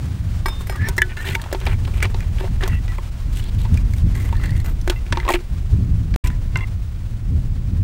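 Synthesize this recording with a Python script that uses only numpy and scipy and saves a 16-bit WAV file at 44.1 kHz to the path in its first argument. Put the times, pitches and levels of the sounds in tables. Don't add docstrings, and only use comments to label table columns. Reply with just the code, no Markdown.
import sys
import numpy as np
from scipy import signal
from scipy.fft import rfft, irfft
from scipy.io import wavfile
from scipy.ndimage import uniform_filter1d

SR = 44100
rng = np.random.default_rng(int(sys.argv[2]) if len(sys.argv) > 2 else 0)


def invert_db(level):
    return 10 ** (np.asarray(level, dtype=float) / 20)


def master_out(mix):
    frames = np.transpose(np.atleast_2d(mix))
    ceiling = np.clip(frames, -1, 1)
    pcm = np.round(ceiling * 32767).astype(np.int16)
    wavfile.write(sys.argv[1], SR, pcm)


N = 345303


def band(x, low_hz, high_hz, order=2):
    return signal.sosfilt(signal.butter(order, [low_hz, high_hz], "band", fs=SR, output="sos"), x)


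def rms_one(x):
    return x / np.sqrt(np.mean(x ** 2) + 1e-20)


def in_time(table):
    start_s, *columns = np.transpose(table)
    return [np.interp(np.arange(N) / SR, start_s, column) for column in columns]


def drift(rate_hz):
    r = np.exp(-80 * np.pi * rate_hz / SR)
    white = rng.standard_normal(N // 40 + 2002)
    slow = rms_one(signal.lfilter([1], [1, -2 * r, r * r], white)[2000:])
    return np.interp(np.arange(N) / 40, np.arange(len(slow)), slow)


def ring(x, hz, t60_s):
    r, w = invert_db(-60 / (t60_s * SR)), 2 * np.pi * hz / SR
    return signal.lfilter([0, np.sin(w)], [1, -2 * r * np.cos(w), r * r], x + 1e-18)


def evened(x, span_s, share):
    swell = uniform_filter1d(x ** 2, max(int(span_s * SR), 1)) + 1e-12
    return rms_one(x / swell ** (share / 2))


# peak_s, peak_db, dying_s
GUSTS = [(.03, -33.5, 1), (.81, -25.5, 0.069), (1.3, -26, 0.046), (1.74, -30, 0.015), (2.5, -29, 0.045),
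         (2.722, -17, 0.019), (3.28, -31, 0.1), (3.55, -28.5, 0.061), (3.72, -18, 0.066),
         (4.05, -17, 0.029), (4.52, -25, 0.045), (5.13, -19.5, 0.032), (5.52, -29.5, 0.044),
         (5.73, -22, 0.26), (5.99, -38.5, 0.11), (6.31, -31, 0.016), (6.55, -35, 0.094),
         (7.32, -22.5, 0.094), (7.72, -31.5, 0.092)]


def gusts():
    t, rise_s = np.arange(N) / SR, 0.015
    return sum(invert_db(peak_db) * np.exp(np.minimum((t - s) / rise_s, (s - t) / dying_s))
               for s, peak_db, dying_s in GUSTS)


# start_s, strength_db, tilt_db (from slow buffeting to flutter)
WIND = [(0, -30, 12.5), (.36, -17.5, 1), (.48, -28.5, -9), (.9, -20, -1), (1.1, -27, -5.5), (1.55, -27, -5),
        (1.68, -15, 1), (2.9, -17.5, -1.5), (3.07, -24, -4), (3.76, -15, -0.5), (4.48, -12.5, -.5),
        (4.92, -18.5, -2.5), (5.42, -29.5, -10.5), (5.55, -19, -1), (6.2, -15.5, -2), (6.85, -21, -0.5),
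        (7.39, -18, -0.5), (7.83, -14.5, 3)]


def wind():
    wind_db, tilt_db = in_time(WIND)
    white = rng.standard_normal((3, N + SR))
    slow = evened(band(white[0], 20.9, 58.5)[SR:], 0.13, 0.29)
    flutter = evened(band(white[1], 64.7, 114.2, order=3)[SR:], 0.088, 0.3)
    small = band(band(white[2], 146.6, 179.0, order=1), 115, 327)[SR:]
    small = evened(small, 0.039, 0.77) * invert_db(2.0 * drift(23))
    burst = gusts()
    slow_gain = invert_db(wind_db - 4.5 - tilt_db)
    flutter_gain = invert_db(wind_db - 8 + tilt_db) + invert_db(4.5) * burst
    small_gain = invert_db(wind_db + tilt_db - 22) + invert_db(-5.0) * burst
    return slow_gain * slow + flutter_gain * flutter + small_gain * small


# pitch_hz, level_db (per Hz)
HISS_COLOUR = [(150, -56), (250, -13.5), (600, -12), (2000, -16.5), (9300, -27), (10200, -31),
               (15600, -33.5), (16000, -61)]
# start_s, level_db
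HISS_LEVEL = [(0.0, -39), (1.28, -40), (2.14, -38.5), (4.21, -40), (7.83, -44)]


def hiss():
    hz = np.fft.rfftfreq(N, 1 / SR)[1:]
    points = np.array(HISS_COLOUR)
    shape = invert_db(np.interp(np.log(hz), np.log(points[:, 0]), points[:, 1]))
    noise = rms_one(irfft(rfft(rng.standard_normal(N)) * np.append(0, shape), N))
    whine_hz, whine_db = 15661, -70
    whine_gain = invert_db(whine_db + 1.5 * drift(8)) * np.sqrt(2)
    whine = whine_gain * np.sin(2 * np.pi * whine_hz * np.arange(N) / SR + 0.8 * drift(5))
    return invert_db(in_time(HISS_LEVEL)[0] - 6.5 + 1.62 * drift(21.4)) * noise + whine


# pitch_hz, level_db, t60_s
POT_MODES = [(915, 4, 0.4), (1070, 1.5, 0.13), (1470, -24, 0.28), (1740, -2, 0.11), (2050, 4.5, 0.052),
             (2330, 15, 0.017), (2720, 11.5, 0.023), (3300, 2.5, 0.084), (3600, 1.5, 0.05),
             (4060, -2.5, 0.081), (5550, -30, .04)]


def walls(x, hz, damping, reach_db):
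    return rms_one(sum(invert_db(db - reach_db * abs(np.log2(mode_hz / hz))) * ring(x, mode_hz, damping * t60_s)
                       for mode_hz, db, t60_s in POT_MODES))


def cavity(x, t60_s):
    full_hz, emptier_hz, lift_s = 376, 355.3, 2.7
    early = np.arange(N) < lift_s * SR
    return ring(x * early, full_hz, t60_s) + ring(x * ~early, emptier_hz, t60_s)


def blows(rows, sustain, wall_db, wide_db):
    out, low, bright = np.zeros(N), np.zeros(N), np.zeros((2, N))
    t = np.arange(2048) / SR
    rattle = np.tanh(1.03 * rng.standard_normal((len(rows), len(t))))
    snap_db, snap_t60_s = -2, 0.00098
    snap = invert_db(snap_db - 60 * t / snap_t60_s)
    for (s, peak_db, hz, crack_db, boom_db, t60_s), noise in zip(rows, rattle):
        t60_s = np.clip(t60_s, 0.003, 0.2)
        i = round(s * SR)
        part = slice(i, i + len(t))
        contact = noise * (invert_db(-60 * t / t60_s) + snap) * (1 - np.exp(-t / 0.00029))
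        shell = rms_one(ring(contact, hz, sustain * t60_s))
        wide = rms_one(band(contact, 1130, 4200))
        body = shell + invert_db(wall_db) * walls(contact, hz, 0.57, reach_db=6.0) + invert_db(wide_db) * wide
        body = band(body, 450, max(4500, 6.3 * hz), order=1) * np.minimum(1, (t[-1] - t) / 0.04)
        out[part] += invert_db(peak_db) * body / np.abs(body).max()
        crack_gain = invert_db(peak_db + crack_db * np.array([[1], [1.2]]))
        bright[:, part] += crack_gain * contact / np.abs(contact).max()
        low[i] += invert_db(peak_db + boom_db)
    crack = invert_db(7.5) * band(bright[0], 2350, 8180) + invert_db(-0.5) * band(bright[1], 5400, 15500)
    thud = cavity(low, 0.099) + invert_db(1.0) * ring(low, 558, 0.012)
    return out + crack + invert_db(-4.0) * band(thud, 332, 1500)


# start_s, peak_db, pitch_hz, crack_db (re peak), contact_t60_s
CLACKS = [(0.458, -9.5, 1130, -34, 0.028), (0.697, -17.5, 810, -25, 0.0089), (0.98, -9.5, 2100, -7, 0.028),
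          (1.018, -8.5, 2990, -8, 0.017), (1.168, -21, 1750, -15, 0.082), (1.244, -24, 1790, -16, 0.02),
          (1.351, -5, 2250, -20, 0.028), (2.026, -7, 2330, -10.5, 0.038), (2.205, -23, 2460, -9.5, 0.015),
          (2.983, -18.5, 1070, -15, 0.014), (3.396, -26.5, 2980, -25, 0.015), (3.65, -26, 965, -29, 0.069),
          (3.773, -22.5, 2420, -8, 0.021), (3.936, -24.5, 2180, -7, 0.019), (4.326, -21, 915, -15, 0.028),
          (5.172, -10.5, 830, -44, 0.016), (5.2, -19, 2050, -29, 0.014), (6.302, -25, 1900, -20, 0.012),
          (6.5576, -15, 1600, -14, 0.007), (6.608, -26, 2085, -18, 0.012)]


def clacks():
    rows = [(s, peak_db, hz, crack_db, -7.5 - 9.5 * np.log2(hz / 1000), t60_s)
            for s, peak_db, hz, crack_db, t60_s in CLACKS]
    return blows(rows, 1.76, wall_db=-3.0, wide_db=-6.5)


# start_s, blow_db, brightness_db (per octave)
CLINKS = [
    (0.459, -23.5, -0.5),
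    (.484, -37.5, 3.5),
    (.67, -48, 8),
    (0.696, -31.5, 1),
]
# pitch_hz, level_db, t60_s
LADLE_MODES = [(1065, -24.5, 0.088), (1600, 1, 0.086), (1900, 4.5, 0.036), (2260, -1.5, 0.15),
               (4230, -13, 0.091), (5157, -9, 0.22), (5670, -14, .07), (7170, -12, .1), (8540, -8.5, .1),
               (9560, -14, .1), (10750, -17, .1), (12600, -9, 0.042), (14400, -12, .08), (15200, -20, .08)]


def clinks():
    out, at = np.zeros(N), [round(s * SR) for s, blow_db, tilt_db in CLINKS]
    strengths_db = rng.normal(0, 1.4, (len(CLINKS), len(LADLE_MODES)))
    for (hz, level_db, t60_s), own_db in zip(LADLE_MODES, strengths_db.T):
        clicks = np.zeros(N)
        struck_db = [blow_db + level_db + tilt_db * np.log2(hz / 3000) for s, blow_db, tilt_db in CLINKS]
        clicks[at] = invert_db(struck_db + own_db)
        out += ring(clicks, hz, min(t60_s, 0.3 if hz < 5400 else 0.08))
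    return out


# start_s, pitch_hz, level_db, t60_s
RINGS = [(.486, 3623, -33, .6), (.466, 3623, -41, .15), (.98, 620, -27, .05), (.524, 1077, -33, .06),
         (.89, 960, -32, .15), (.89, 1510, -31, .12), (1.021, 1502, -28, .17), (.98, 1830, -9, .05),
         (.98, 1700, -16, .09), (.981, 2024, -20, .08), (.98, 5450, -22, .03), (1.018, 1725, -.5, .04),
         (1.0182, 1949, -9, .04), (1.018, 3526, -25, .05), (5.279, 1080, -15, .06), (5.288, 1061, -13, .07),
         (5.289, 684, -19, .1), (5.288, 1873, -17, .08), (6.5572, 2089, -16, .075), (.98, 372, -23, .1),
         (1.018, 366, -26, .2), (.982, 958, -31, .12), (2.41, 372, -27, .2), (5.341, 352, -11.5, .14),
         (1.527, 570, -19, .05), (6.607, 1050, -35, .12), (6.609, 3400, -41, .12), (6.607, 2085, -27, .1),
         (2.984, 560, -30, .04), (1.018, 2290, -14, .03), (1.168, 1450, -33, .25), (1.355, 915, -27.5, .22),
         (4.96, 2050, -34, .1), (4.96, 2700, -36, .08), (5.126, 942, -23, .09), (5.253, 960, -27, .11),
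         (6.243, 1000, -34, .35), (6.5572, 2750, -19, .035), (6.563, 3600, -30, .02),
         (6.558, 1030, -24, .07), (6.557, 1520, -19, .035)]


def rings():
    out, t, touch = np.zeros(N), np.arange(SR // 3) / SR, drift(90)
    for s, hz, level_db, t60_s in RINGS:
        i = round(s * SR)
        tone = np.sin(2 * np.pi * hz * t) * (1 - np.exp(-t / 0.00056)) * invert_db(level_db - 60 * t / t60_s)
        own_touch = np.roll(touch, round(hz * 10))[i:][:len(t)]
        tone = tone * invert_db(4.5 * np.minimum(2 * t / t60_s, 1) * own_touch)
        out[i:i + len(t)] += tone * np.cos(np.pi / 2 * t / t[-1])
    return out


# pitch_hz, width_hz, level_db
GRIT_MODES = [(7200, 240, 10), (7800, 70, 14), (8870, 220, 24), (10600, 110, -14), (13000, 440, -32),
              (14000, 200, -13), (14500, 70, -8)]


def steel(x):
    peaks = sum(rms_one(ring(x, hz, 0.65 / width_hz)) * invert_db(db) for hz, width_hz, db in GRIT_MODES)
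    return rms_one(band(x, 3000, 15800, order=1)) + invert_db(-9) * rms_one(peaks)


# start_s, length_s, rubbing_db, pitch_hz
ROLLS = [(0.473, 0.055, -43, 1120), (0.873, 0.025, -39, 1520), (1.374, 0.12, -45, 1740),
         (1.604, 0.11, -43.5, 1800), (1.869, 0.019, -39, 1190), (2.016, 0.031, -27, 2530),
         (2.199, 0.046, -46, 2270), (2.397, 0.082, -44, 960), (2.605, 0.054, -33.5, 1820),
         (4.325, 0.13, -48, 2030), (5.136, 0.05, -39, 2040), (5.198, 0.074, -43.5, 1930)]
# start_s, length_s, rubbing_db, pitch_hz, grit_db (re rubbing)
SCRAPES = [(0.585, 0.038, -44, 1500, -3.5), (0.964, 0.0049, -44, 1600, 9), (1.169, 0.065, -41, 2730, -4.5),
           (1.246, 0.085, -38, 2900, -4), (1.26, 0.053, -45, 3400, -18), (1.342, 0.009, -33, 2050, 0),
           (1.531, 0.018, -34, 1470, -14), (1.659, 0.079, -38, 2280, -9.5),
           (1.934, 0.051, -43.5, 2620, -5.5), (2.095, 0.015, -43.5, 2000, -4),
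           (2.376, 0.03, -45, 3080, -13), (2.877, 0.078, -47.5, 2150, -6.5), (3.323, 0.079, -46.5, 3530, 3),
           (3.422, 0.076, -48.5, 3970, -11), (3.58, 0.069, -49.5, 3680, -0.5), (3.902, 0.095, -57, 2570, 6),
           (4.145, 0.14, -52, 3030, 3), (4.322, 0.2, -67, 3500, 6), (4.555, 0.049, -53, 3030, 4),
           (4.643, 0.055, -43.5, 1500, -6), (4.897, 0.036, -37, 1510, -17), (5.292, 0.034, -30, 2300, -5),
           (5.337, 0.023, -31.5, 2430, -13), (6.237, 0.04, -37.5, 2620, -3.5)]
# start_s, length_s, rubbing_db,
# pitch_hz, width_hz
SHELL_SLIDES = [(0.715, 0.05, -39.5, 1206, 50), (6.608, 0.035, -48, 1300, 900), (0.715, 0.06, -40, 1600, 550),
                (0.822, 0.064, -54, 3800, 900), (0.805, 0.1, -37.5, 2100, 570), (1.089, 0.036, -42.5, 2500, 900),
                (1.17, 0.025, -43, 2100, 70), (2.68, 0.071, -41.5, 1960, 200), (2.675, 0.1, -46, 2720, 180),
                (4.141, 0.16, -44, 2100, 400), (4.392, 0.12, -42, 2000, 300), (4.523, 0.093, -45.5, 2060, 300),
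                (4.642, 0.09, -53, 14050, 400), (2.383, 0.038, -42.5, 1680, 150), (2.432, 0.045, -42, 780, 200),
                (4.36, .15, -53, 4300, 700), (4.16, .13, -60, 13000, 600), (4.93, 0.05, -61, 13000, 800),
                (5.281, 0.03, -33, 1120, 445), (6.288, 0.047, -47, 2050, 250), (6.562, 0.033, -41.5, 1700, 800)]


def strokes():
    squeals = [(*row, -17.5) for row in SHELL_SLIDES]
    scrapes = [(*row, 1300, grit_db) for *row, grit_db in SCRAPES]
    rolls = [(*row, 920, -14.5) for row in ROLLS]
    return squeals + scrapes + rolls


def slide():
    sizes = invert_db(3.2 * np.minimum(rng.exponential(1, (2, N)), 4)) * rng.choice([-1, 1], (2, N))
    grains_per_s = 2200
    grains = rms_one(sizes * (rng.random((2, N)) < grains_per_s / SR)) * invert_db(3 * drift(60))
    smooth = rng.standard_normal(N) * invert_db(drift(30.1))
    grit = rms_one(steel(grains[1]))
    boom = rms_one(cavity(band(grains[1], 200, 730), 0.071))
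    wide = rms_one(band(grains[1], 600, 4300))
    out = np.zeros(N)
    for s, length_s, rub_db, hz, width_hz, grit_db in strokes():
        i, t = round(s * SR), np.arange(round(length_s * SR) + 2600) / SR
        part = slice(i, i + len(t))
        press = np.clip(t / 0.0057, 0, 1) * np.exp(-np.maximum(t - length_s, 0) / 0.0093)
        rough = np.clip(width_hz / 900, 0.1, 1)
        drag = np.sqrt(rough) * grains[0, part] + (1 - np.sqrt(rough)) * smooth[part]
        bowl = ring(drag, hz, 2.2 / width_hz)
        bowl = rms_one(ring(bowl, hz, 2.2 / (2 * width_hz + 300)))
        wall = walls(drag, hz, 2.6, reach_db=1.0)
        pot = invert_db(-8.0) * np.sqrt(rough) * wall + rough * (invert_db(-7.5) * wide[part] + invert_db(-4.5) * boom[part])
        body = bowl + min(1, (4000 / hz) ** 2) * pot
        out[part] += invert_db(rub_db) * press * (body + invert_db(grit_db) * grit[part])
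    return out


# start_s, peak_db, pitch_hz, crack_db (re peak), boom_db (re peak)
KNOCKS = [(0.483, -16.5, 1140, -9, -23), (0.67, -25, 1900, -10, -19), (0.886, -17, 1850, 0, -2),
          (1.419, -29, 923, -4, -33), (1.515, -25, 794, -20, -8), (1.527, -15, 1870, -6, 1),
          (1.547, -16, 780, -26, 3), (1.67, -12.5, 760, -20, -14), (2.442, -31, 751, -26, 13),
          (2.635, -13.5, 1770, -46, -2), (2.677, -13.5, 1070, -8, -15), (4.152, -27, 2600, -6, -25),
          (4.457, -24, 2000, -9, -25), (4.644, -28, 1500, -7, -33), (4.876, -13.5, 1780, -11.5, 2.5),
          (4.898, -9, 3470, -9.5, -2), (5.124, -9, 1950, -21, -16), (5.265, -27, 1040, -19, 9),
          (5.278, -15.5, 1100, -18, -4), (5.288, -7.5, 1010, -11.5, -2), (5.305, -9, 800, -14, -3),
          (5.337, -11, 2640, -15, -20), (6.272, -28, 2900, 2.5, -26)]


def knocks():
    return blows([(*row, 0.033) for row in KNOCKS], 0.05, wall_db=-7.0, wide_db=-4.0)


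# start_s, peak_db, pitch_hz
TICKS = [(0.613, -35, 4200), (1.416, -21, 4400), (1.602, -29, 3600), (1.654, -27, 3220),
         (3.371, -23.5, 3220), (3.44, -28.5, 3500), (3.547, -36, 3160), (3.6158, -30.5, 4130),
         (3.742, -29, 3600), (3.9823, -31, 3800), (4.29, -33, 3410), (4.3677, -35, 4330),
         (4.437, -30, 3440), (4.506, -29, 4800), (4.5658, -32, 4240), (4.6017, -32, 4350),
         (4.661, -25, 14000), (4.814, -30.5, 6240), (6.5714, -23.5, 7630)]


def ticks():
    out, t = np.zeros(N), np.arange(600) / SR
    for (s, peak_db, hz), noise in zip(TICKS, rng.standard_normal((len(TICKS), len(t)))):
        i = round(s * SR)
        burst = noise * invert_db(-60 * t / 0.021)
        bright = rms_one(band(burst, 3000, 8400, order=1))
        burst = rms_one(ring(burst, hz, 18.0 / hz)) + invert_db(1.0) * bright
        out[i:i + len(t)] += invert_db(peak_db) * burst / np.abs(burst).max()
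    return out


# start_s, length_s, peak_db, first_hz, last_hz
SQUEAKS = [(.79, .092, -26, 1700, 1780), (.8, .085, -51, 5180, 5220), (.85, .045, -41, 5600, 5450),
           (.79, .09, -44, 1950, 2300), (.705, .075, -40, 1900, 1900), (1.09, .045, -39, 1750, 1900),
           (1.1, .04, -43, 1480, 1480), (1.19, .05, -31, 1750, 1880), (1.243, .04, -31, 1750, 1950),
           (1.185, .03, -43, 3950, 4150), (1.2, .035, -45, 3000, 3300), (1.25, .035, -42, 3950, 4150),
           (1.262, .05, -42, 2900, 3200), (1.3, .022, -40, 4050, 4300), (1.293, .032, -32, 1780, 1800),
           (1.243, .09, -40, 1450, 1480), (1.325, .028, -33, 1850, 2150), (2.72, .045, -38, 2700, 2700),
           (2.685, .11, -43, 1950, 1960), (2.876, .045, -39, 1960, 1950), (4.645, .045, -44, 2000, 2040),
           (4.16, .045, -45, 1100, 1110), (4.645, .045, -46, 1480, 1500), (4.17, .1, -45, 2100, 2000),
           (4.345, .045, -40, 1950, 1750), (4.395, .07, -41, 2100, 1800), (4.455, .03, -38, 2050, 2000),
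           (4.4, .06, -46, 1250, 1300), (4.9, .035, -36, 1480, 1480), (6.255, .025, -37, 1900, 2100),
           (6.626, .021, -27, 2085, 2085), (6.603, .043, -38, 2720, 2720), (6.572, .022, -41, 2750, 2720),
           (.752, .04, -38, 1600, 1680)]


def squeaks():
    out, wobble, flutter = np.zeros(N), drift(120), drift(110)
    swell_db, wobble_hz, flutter_db = 6.0, 24.0, 4.5
    for k, (s, length_s, peak_db, first_hz, last_hz) in enumerate(SQUEAKS):
        i, u = round(s * SR), np.arange(round(length_s * SR)) / (length_s * SR)
        own = slice(k * 9000, k * 9000 + len(u))
        hz = first_hz + (last_hz - first_hz) * u + wobble_hz * wobble[own]
        edge = np.clip(np.minimum(u, 1 - u) * length_s / 0.004, 0, 1)
        gain = invert_db(peak_db - swell_db * (1 - u) + flutter_db * np.clip(flutter[own], -2, 1))
        out[i:i + len(u)] += gain * edge * np.sin(2 * np.pi * np.cumsum(hz) / SR)
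    return out


# start_s, peak_db, pitch_hz, crack_db (re peak)
TAPS = [(1.204, -22, 1770, -25), (1.276, -23, 2000, -10), (1.308, -22, 2500, -7), (1.397, -26, 1750, -20),
        (1.46, -24.5, 790, -30), (1.666, -14, 2300, -10), (1.694, -29, 2500, -20), (1.712, -29, 2300, -25),
        (1.743, -31, 2300, -25), (1.875, -32, 1800, -26), (2.384, -26, 3020, -23), (2.409, -23, 600, -30),
        (2.451, -29, 2000, -25), (2.478, -33, 1750, -30), (2.562, -41, 1900, -30), (2.731, -28, 1500, -32),
        (4.2436, -35, 1960, -22), (4.29, -33, 1050, -25), (4.353, -29, 1810, -25), (4.398, -32, 1200, -18),
        (4.438, -24, 1850, -20), (4.4935, -27, 1960, -25), (4.52, -29, 2050, -20), (4.5643, -34, 1860, -15),
        (4.6018, -35, 1950, -15), (4.66, -30, 2850, -17.5), (5.159, -29, 1900, -30), (5.23, -27, 1850, -30),
        (5.2798, -16, 2550, -24), (5.294, -10, 1000, -20), (5.301, -12.5, 890, -24),
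        (5.32, -13, 2300, -9.5), (5.34, -12, 2680, -18), (5.39, -33, 2300, -30), (5.403, -47, 2200, -30),
        (6.254, -29, 2000, -12), (6.587, -28.5, 2750, -23), (6.672, -37, 2080, -4), (5.342, -17, 620, -30),
        (2.608, -26, 1800, -20), (2.92, -32, 1360, -30)]


def taps():
    return blows([(*row, -23.5, 0.012) for row in TAPS], 1.0, wall_db=-7.0, wide_db=-17.0)


# start_s, peak_db, pitch_hz
NUDGES = [(1.439, -25, 1800), (1.613, -26.5, 1430), (1.85, -26, 3300), (1.886, -37, 910),
          (2.003, -23.5, 2330), (2.053, -16, 1460), (2.144, -21, 650), (2.384, -35, 1650),
          (2.624, -21, 1850), (2.879, -26.5, 2030), (5.064, -29.5, 2500), (5.25, -24, 931),
          (6.14, -23.5, 1740)]


def nudges():
    return blows([(*row, -39, -8, 0.033) for row in NUDGES], 0.05, wall_db=-7.0, wide_db=-4.0)


def scene():
    air = wind() + hiss()
    struck = clacks() + clinks() + rings() + knocks() + ticks() + taps() + nudges()
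    rubbed = slide() + squeaks()
    return (air + struck + rubbed)[None]


def roll_off(x):
    return signal.sosfilt(signal.butter(12, 16500, fs=SR, output="sos"), x)


def record(dry):
    x = signal.sosfilt(signal.cheby2(14, 40, 16200, fs=SR, output="sos"), dry)
    t = np.arange(N) / SR
    silent_s, resume_s, fade_s = 6.1612, 6.2385, 0.004
    gate = np.where(t < silent_s, 1, np.clip((t - resume_s) / fade_s, 0, 1))
    return roll_off(np.clip(x, -1, 1) * gate)


dry = scene()
out = record(dry)
master_out(out)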